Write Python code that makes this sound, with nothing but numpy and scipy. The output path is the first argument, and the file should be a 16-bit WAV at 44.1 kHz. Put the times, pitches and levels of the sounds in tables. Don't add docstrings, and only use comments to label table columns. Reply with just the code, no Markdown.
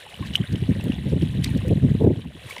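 import sys
import numpy as np
from scipy import signal
from scipy.fft import rfft, irfft
from scipy.io import wavfile

SR = 44100
rng = np.random.default_rng(int(sys.argv[2]) if len(sys.argv) > 2 else 0)


def transcribe(u):
    v = np.clip(np.atleast_2d(u).T, -1, 1)
    q = np.round(v * 32767).astype(np.int16)
    wavfile.write(sys.argv[1], SR, q)


N = 114660

# time_s, level_db
STIR_LEVELS = [(0, -43), (.08, -47), (.15, -44.5), (.42, -44.5), (.68, -45), (.94, -44.5), (1.02, -48),
               (1.1, -43), (1.17, -49), (1.22, -44.5), (1.38, -46), (1.5, -43), (1.76, -46.5), (2.0, -47),
               (2.1, -53.5), (2.16, -50), (2.3, -52.5), (2.42, -47), (2.52, -41), (2.6, -44)]
# pitch_hz, relative_db
FIZZ_TONE = [(200, -24), (450, 2.5), (800, -6), (1300, -11), (1700, -4), (2300, -6), (3100, 0),
             (3900, -5.5), (4600, -19), (6000, -24), (8000, -22), (9500, -17), (12500, -28.5),
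             (15500, -29.5)]
# start_s, pitch_hz, level_db, ring_s (time to fade by 60 dB)
SINGLE_BUBBLES = [(.063, 832, -33, 0.034), (.133, 720, -33, 0.021), (.142, 2900, -27.5, .018),
                  (0.224, 1058, -33.5, 0.063), (0.335, 2920, -26, .025), (0.3475, 3170, -29, 0.021),
                  (0.35, 1610, -21, 0.0074), (0.3546, 3033, -1, 0.011), (0.3572, 2845, -20.5, 0.019),
                  (.416, 3140, -32, 0.03), (.436, 557, -37.5, 0.055), (0.4396, 1550, -31, 0.022),
                  (0.5565, 3030, -23, 0.012), (0.8113, 2770, -30, 0.016), (.9023, 3180, -34, 0.0096),
                  (0.9197, 2760, -21, 0.012), (.942, 3340, -34, .02), (1.084, 552, -32.5, 0.019),
                  (1.212, 3190, -34, 0.046), (1.4233, 3080, -29, 0.017), (1.462, 2300, -21, 0.0047),
                  (1.476, 4100, -33, .03), (1.483, 876, -39, 0.074), (1.646, 493, -24.5, .08),
                  (2.217, 3060, -37.5, 0.032), (2.497, 1076, -34, 0.039), (2.5083, 2210, -25.5, 0.026),
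                  (2.522, 477, -34, 0.039), (2.5631, 2880, -28, 0.013), (2.565, 900, -26.5, 0.016),
                  (2.572, 523, -29, 0.012), (2.581, 2070, -27, 0.012)]
# peak_s, level_db, rise_s, fade_s, treble_tilt_db_per_octave
SPLASH_HITS = [(0.099, -48, 0.0021, 0.0099, 5), (.268, -43.5, 0.011, 0.0081, 1),
               (.340, -39, .006, 0.0069, -4), (0.356, -48, .0006, 0.0018, 1),
               (0.36, -30.5, 0.006, 0.0024, 6.5), (0.527, -42, 0.005, 0.0038, 1),
               (0.558, -38, 0.00071, 0.0018, -5), (.810, -38, .001, 0.0022, -7),
               (0.841, -36.5, 0.0015, 0.0019, 20), (0.922, -40.5, .001, .008, -10),
               (1.221, -41.5, 0.0013, 0.0017, 5), (1.4408, -31.5, 0.003, 0.0041, 0.5),
               (1.4443, -17, 0.00057, 0.0016, 0.5), (1.462, -40, 0.019, 0.02, -3.5),
               (1.504, -43, 0.00089, .002, 12), (1.575, -41.5, 0.0015, 0.0028, 5),
               (1.682, -42.5, 0.0015, 0.0046, 10), (2.501, -38.5, 0.0026, 0.0036, 8),
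               (2.510, -44, .001, 0.0034, 3), (2.520, -48, 0.043, 0.033, 7), (2.547, -49, .001, 0.0036, -6),
               (2.564, -37.5, .0006, 0.0044, -6.5), (2.582, -37, .001, 0.0035, -2)]
# pitch_hz, relative_db
SPRAY_TONE = [(300, -26), (1250, -21), (2000, -3), (3200, 5.5), (5400, -2.5), (7000, -7), (9500, -8.5),
              (12000, -15.5), (15500, -21)]
# time_s, level_db
GUST_LEVELS = [(0, -59.5), (.17, -45.5), (.26, -34.5), (.44, -32.5), (.472, -52), (.50, -26), (.66, -29.5),
               (.82, -29.5), (1.02, -28), (1.2, -24), (1.62, -26), (1.9, -27.5), (2.08, -23), (2.2, -41),
               (2.32, -39), (2.41, -47), (2.6, -54)]
# pitch_hz, relative_db
GUST_TONE = [(25, -11), (40, -4.5), (70, 0), (120, -1.5), (200, -9), (280, -17), (400, -29), (600, -56.5),
             (1200, -83)]
# peak_s, rumble_db, half_width_s, rough_db
WIND_THUMPS = [(0.212, -21, 0.0087, -69), (0.236, -35, 0.0076, -61), (0.264, -37, .010, -67),
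               (0.311, -24.5, 0.0047, -57), (0.407, -16, 0.0073, -55), (0.439, -36, 0.0051, -60),
               (.536, -18.5, 0.008, -34.5), (0.548, -13, 0.0017, -39), (.572, -25, 0.0071, -49),
               (0.629, -14.5, 0.0058, -34), (.696, -12, 0.0062, -28.5), (0.715, -14.5, 0.0086, -35),
               (.765, -24, 0.0067, -37), (0.791, -25, .008, -50), (0.843, -21.5, 0.0049, -35),
               (.872, -20.5, 0.012, -32.5), (0.9, -15, 0.0052, -32), (0.936, -26, 0.0067, -45),
               (.991, -22.5, 0.0069, -47), (1.035, -35, .010, -60), (1.071, -20.5, 0.015, -33.5),
               (1.131, -14, 0.0079, -21.5), (1.168, -18.5, 0.011, -30.5), (1.227, -13.5, 0.0075, -26.5),
               (1.252, -24, 0.014, -54), (1.354, -18.5, 0.0036, -31), (1.376, -28, 0.014, -40),
               (1.396, -21.5, 0.013, -40), (1.471, -22, .007, -66), (1.508, -20, .012, -58),
               (1.56, -17.5, 0.016, -33), (1.637, -20.5, 0.005, -49), (1.679, -21.5, 0.0098, -32),
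               (1.712, -13.5, 0.0075, -20), (1.729, -13.5, 0.0056, -20.5), (1.761, -16.5, 0.005, -38),
               (1.778, -15, 0.006, -31), (1.847, -10.5, 0.015, -28.5), (1.888, -20, 0.0058, -29.5),
               (1.914, -13.5, 0.0081, -32), (1.954, -14, 0.0052, -30), (2.017, -16, 0.0097, -18.5),
               (2.043, -12, 0.0086, -15.5), (2.072, -7.5, 0.0064, -12), (2.089, -19.5, 0.011, -28),
               (2.109, -18.5, 0.0063, -19.5), (2.128, -21.5, 0.015, -36), (2.182, -25.5, 0.02, -42.5),
               (2.269, -28, 0.013, -55), (2.355, -37, 0.0056, -58), (2.459, -34.5, 0.0074, -72),
               (2.594, -42, 0.0046, -62)]
# pitch_hz, relative_db
RUMBLE_TONE = [(25, -3), (40, -27.5), (70, -3.5), (120, 1), (200, -1.5), (280, -9), (400, -21.5),
               (600, -53.5), (1200, -87)]
# pitch_hz, relative_db
ROUGH_TONE = [(120, -40), (250, -1), (380, 1.5), (520, -5.5), (700, -17), (950, -28), (1400, -56),
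              (3000, -61)]

TOP_HZ = 15450


def undb(db):
    return 10 ** (np.asarray(db) / 20)


def level_curve(rows):
    return undb(np.interp(np.arange(N) / SR, *np.array(rows).T))


def colour(sound, tone):
    hz, db = np.array(tone).T
    all_hz = np.maximum(np.fft.rfftfreq(len(sound), 1 / SR), 1)
    gains = undb(np.interp(np.log(all_hz), np.log(hz), db))
    filtered = irfft(rfft(sound) * gains, len(sound))
    return filtered / np.sqrt(np.mean(filtered ** 2) + 1e-18)


def add(out, start_s, sound):
    start = int(round(start_s * SR))
    first, end = max(start, 0), min(start + len(sound), N)
    if end > first:
        out[first:end] += sound[first - start:end - start]


def burst(noise, shape):
    shaped = noise * shape
    return shaped * np.sqrt(np.sum(shape ** 2) / np.sum(shaped ** 2))


def flutter(per_s, length):
    steps = rng.standard_normal(size=48)
    return np.interp(np.arange(length) * per_s / SR, np.arange(len(steps)), steps)


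def bubble(hz, ring_s, swell_cycles=2.9, pitch_rise=0.09):
    swell_s = swell_cycles / hz
    t = np.arange(int((ring_s + swell_s) * SR)) / SR
    swell = np.sin(np.pi / 2 * np.minimum(t / swell_s, 1)) ** 2
    fade = undb(-60 * np.maximum(t - swell_s / 2, 0) / ring_s)
    cycles = hz * (t + pitch_rise * t ** 2 / (2 * ring_s))
    return swell * fade * np.exp(2j * np.pi * cycles)


def tiny_bubbles(per_s=2200, lowest_hz=350, spread_db=3.3):
    out = np.zeros(N)
    pitches = np.linspace(lowest_hz, TOP_HZ, 400)
    ring_times = .0065 * np.sqrt(3000 / pitches)
    rings = [hz ** .25 * bubble(hz, ring_s).imag for hz, ring_s in zip(pitches, ring_times)]
    for when, pick, faintness in rng.random(size=(int(per_s * N / SR), 3)):
        gain = undb(-spread_db * np.log(max(faintness, .02)))
        add(out, when * N / SR, gain * rings[int(pick * len(rings))])
    return out


def stirring():
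    fizz = undb(-1) * colour(tiny_bubbles(), FIZZ_TONE)
    wash = undb(-3.5) * colour(rng.standard_normal(N), FIZZ_TONE)
    return level_curve(STIR_LEVELS) * (fizz + wash)


def plips(wobble_depth=.3, wobbles_per_s=300):
    out = np.zeros(N)
    for start_s, pitch_hz, level_db, ring_s in SINGLE_BUBBLES:
        ring = bubble(pitch_hz, ring_s)
        wobble = flutter(wobbles_per_s, len(ring)) + 1j * flutter(wobbles_per_s, len(ring))
        ease_in = np.minimum(np.arange(len(ring)) / SR * wobbles_per_s / 2, 1)
        muddy_ring = ring * (1 + wobble_depth * ease_in * wobble)
        add(out, start_s, undb(level_db) * muddy_ring.imag)
    return out


def splashes():
    t = np.arange(N // 4) / SR - .15
    out = np.zeros(N)
    for peak_s, level_db, rise_s, fade_s, tilt in SPLASH_HITS:
        tone = [(hz, db + tilt * np.log2(hz)) for hz, db in SPRAY_TONE]
        spray = colour(rng.standard_normal(len(t)), tone)
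        from_peak = np.maximum(-t / rise_s, t / fade_s)
        shape = np.exp(-np.minimum(from_peak, 20))
        add(out, peak_s + t[0], undb(level_db) * burst(spray, shape))
    return out


def wind(low_cut_hz=56, rough_rise_share=0.81):
    out = level_curve(GUST_LEVELS) * colour(rng.standard_normal(N), GUST_TONE)
    t = np.arange(8192) / SR
    middle_s = t[-1] / 2
    for peak_s, rumble_db, half_width_s, rough_db in WIND_THUMPS:
        from_peak = (t - middle_s) / half_width_s
        rough_from_peak = np.where(from_peak < 0, from_peak / rough_rise_share, from_peak)
        rumble = colour(rng.standard_normal(len(t)), RUMBLE_TONE)
        rough = colour(rng.standard_normal(len(t)), ROUGH_TONE)
        thump = undb(rumble_db) * burst(rumble, np.exp(-from_peak ** 2 / 2))
        thump += undb(rough_db) * burst(rough, np.exp(-rough_from_peak ** 2 / 2))
        add(out, peak_s - middle_s, thump)
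    low_cut = signal.butter(2, low_cut_hz, "high", fs=SR, output="sos")
    return signal.sosfiltfilt(low_cut, out)


def scene(echo_db=-13, echo_fade_s=.007):
    t = np.arange(N // 10) / SR
    banks = rng.standard_normal(len(t)) * np.exp(-t / echo_fade_s)
    water = stirring() + plips() + splashes()
    echo = signal.fftconvolve(water, banks / np.linalg.norm(banks))[:N]
    return (water + undb(echo_db) * echo + wind())[None]


def record(dry):
    rounded = dry / (1 + dry ** 8) ** (1 / 8)
    treble_cut = signal.ellip(10, .2, 80, TOP_HZ, fs=SR, output="sos")
    return signal.sosfilt(treble_cut, rounded)


dry = scene()
out = record(dry)
transcribe(out)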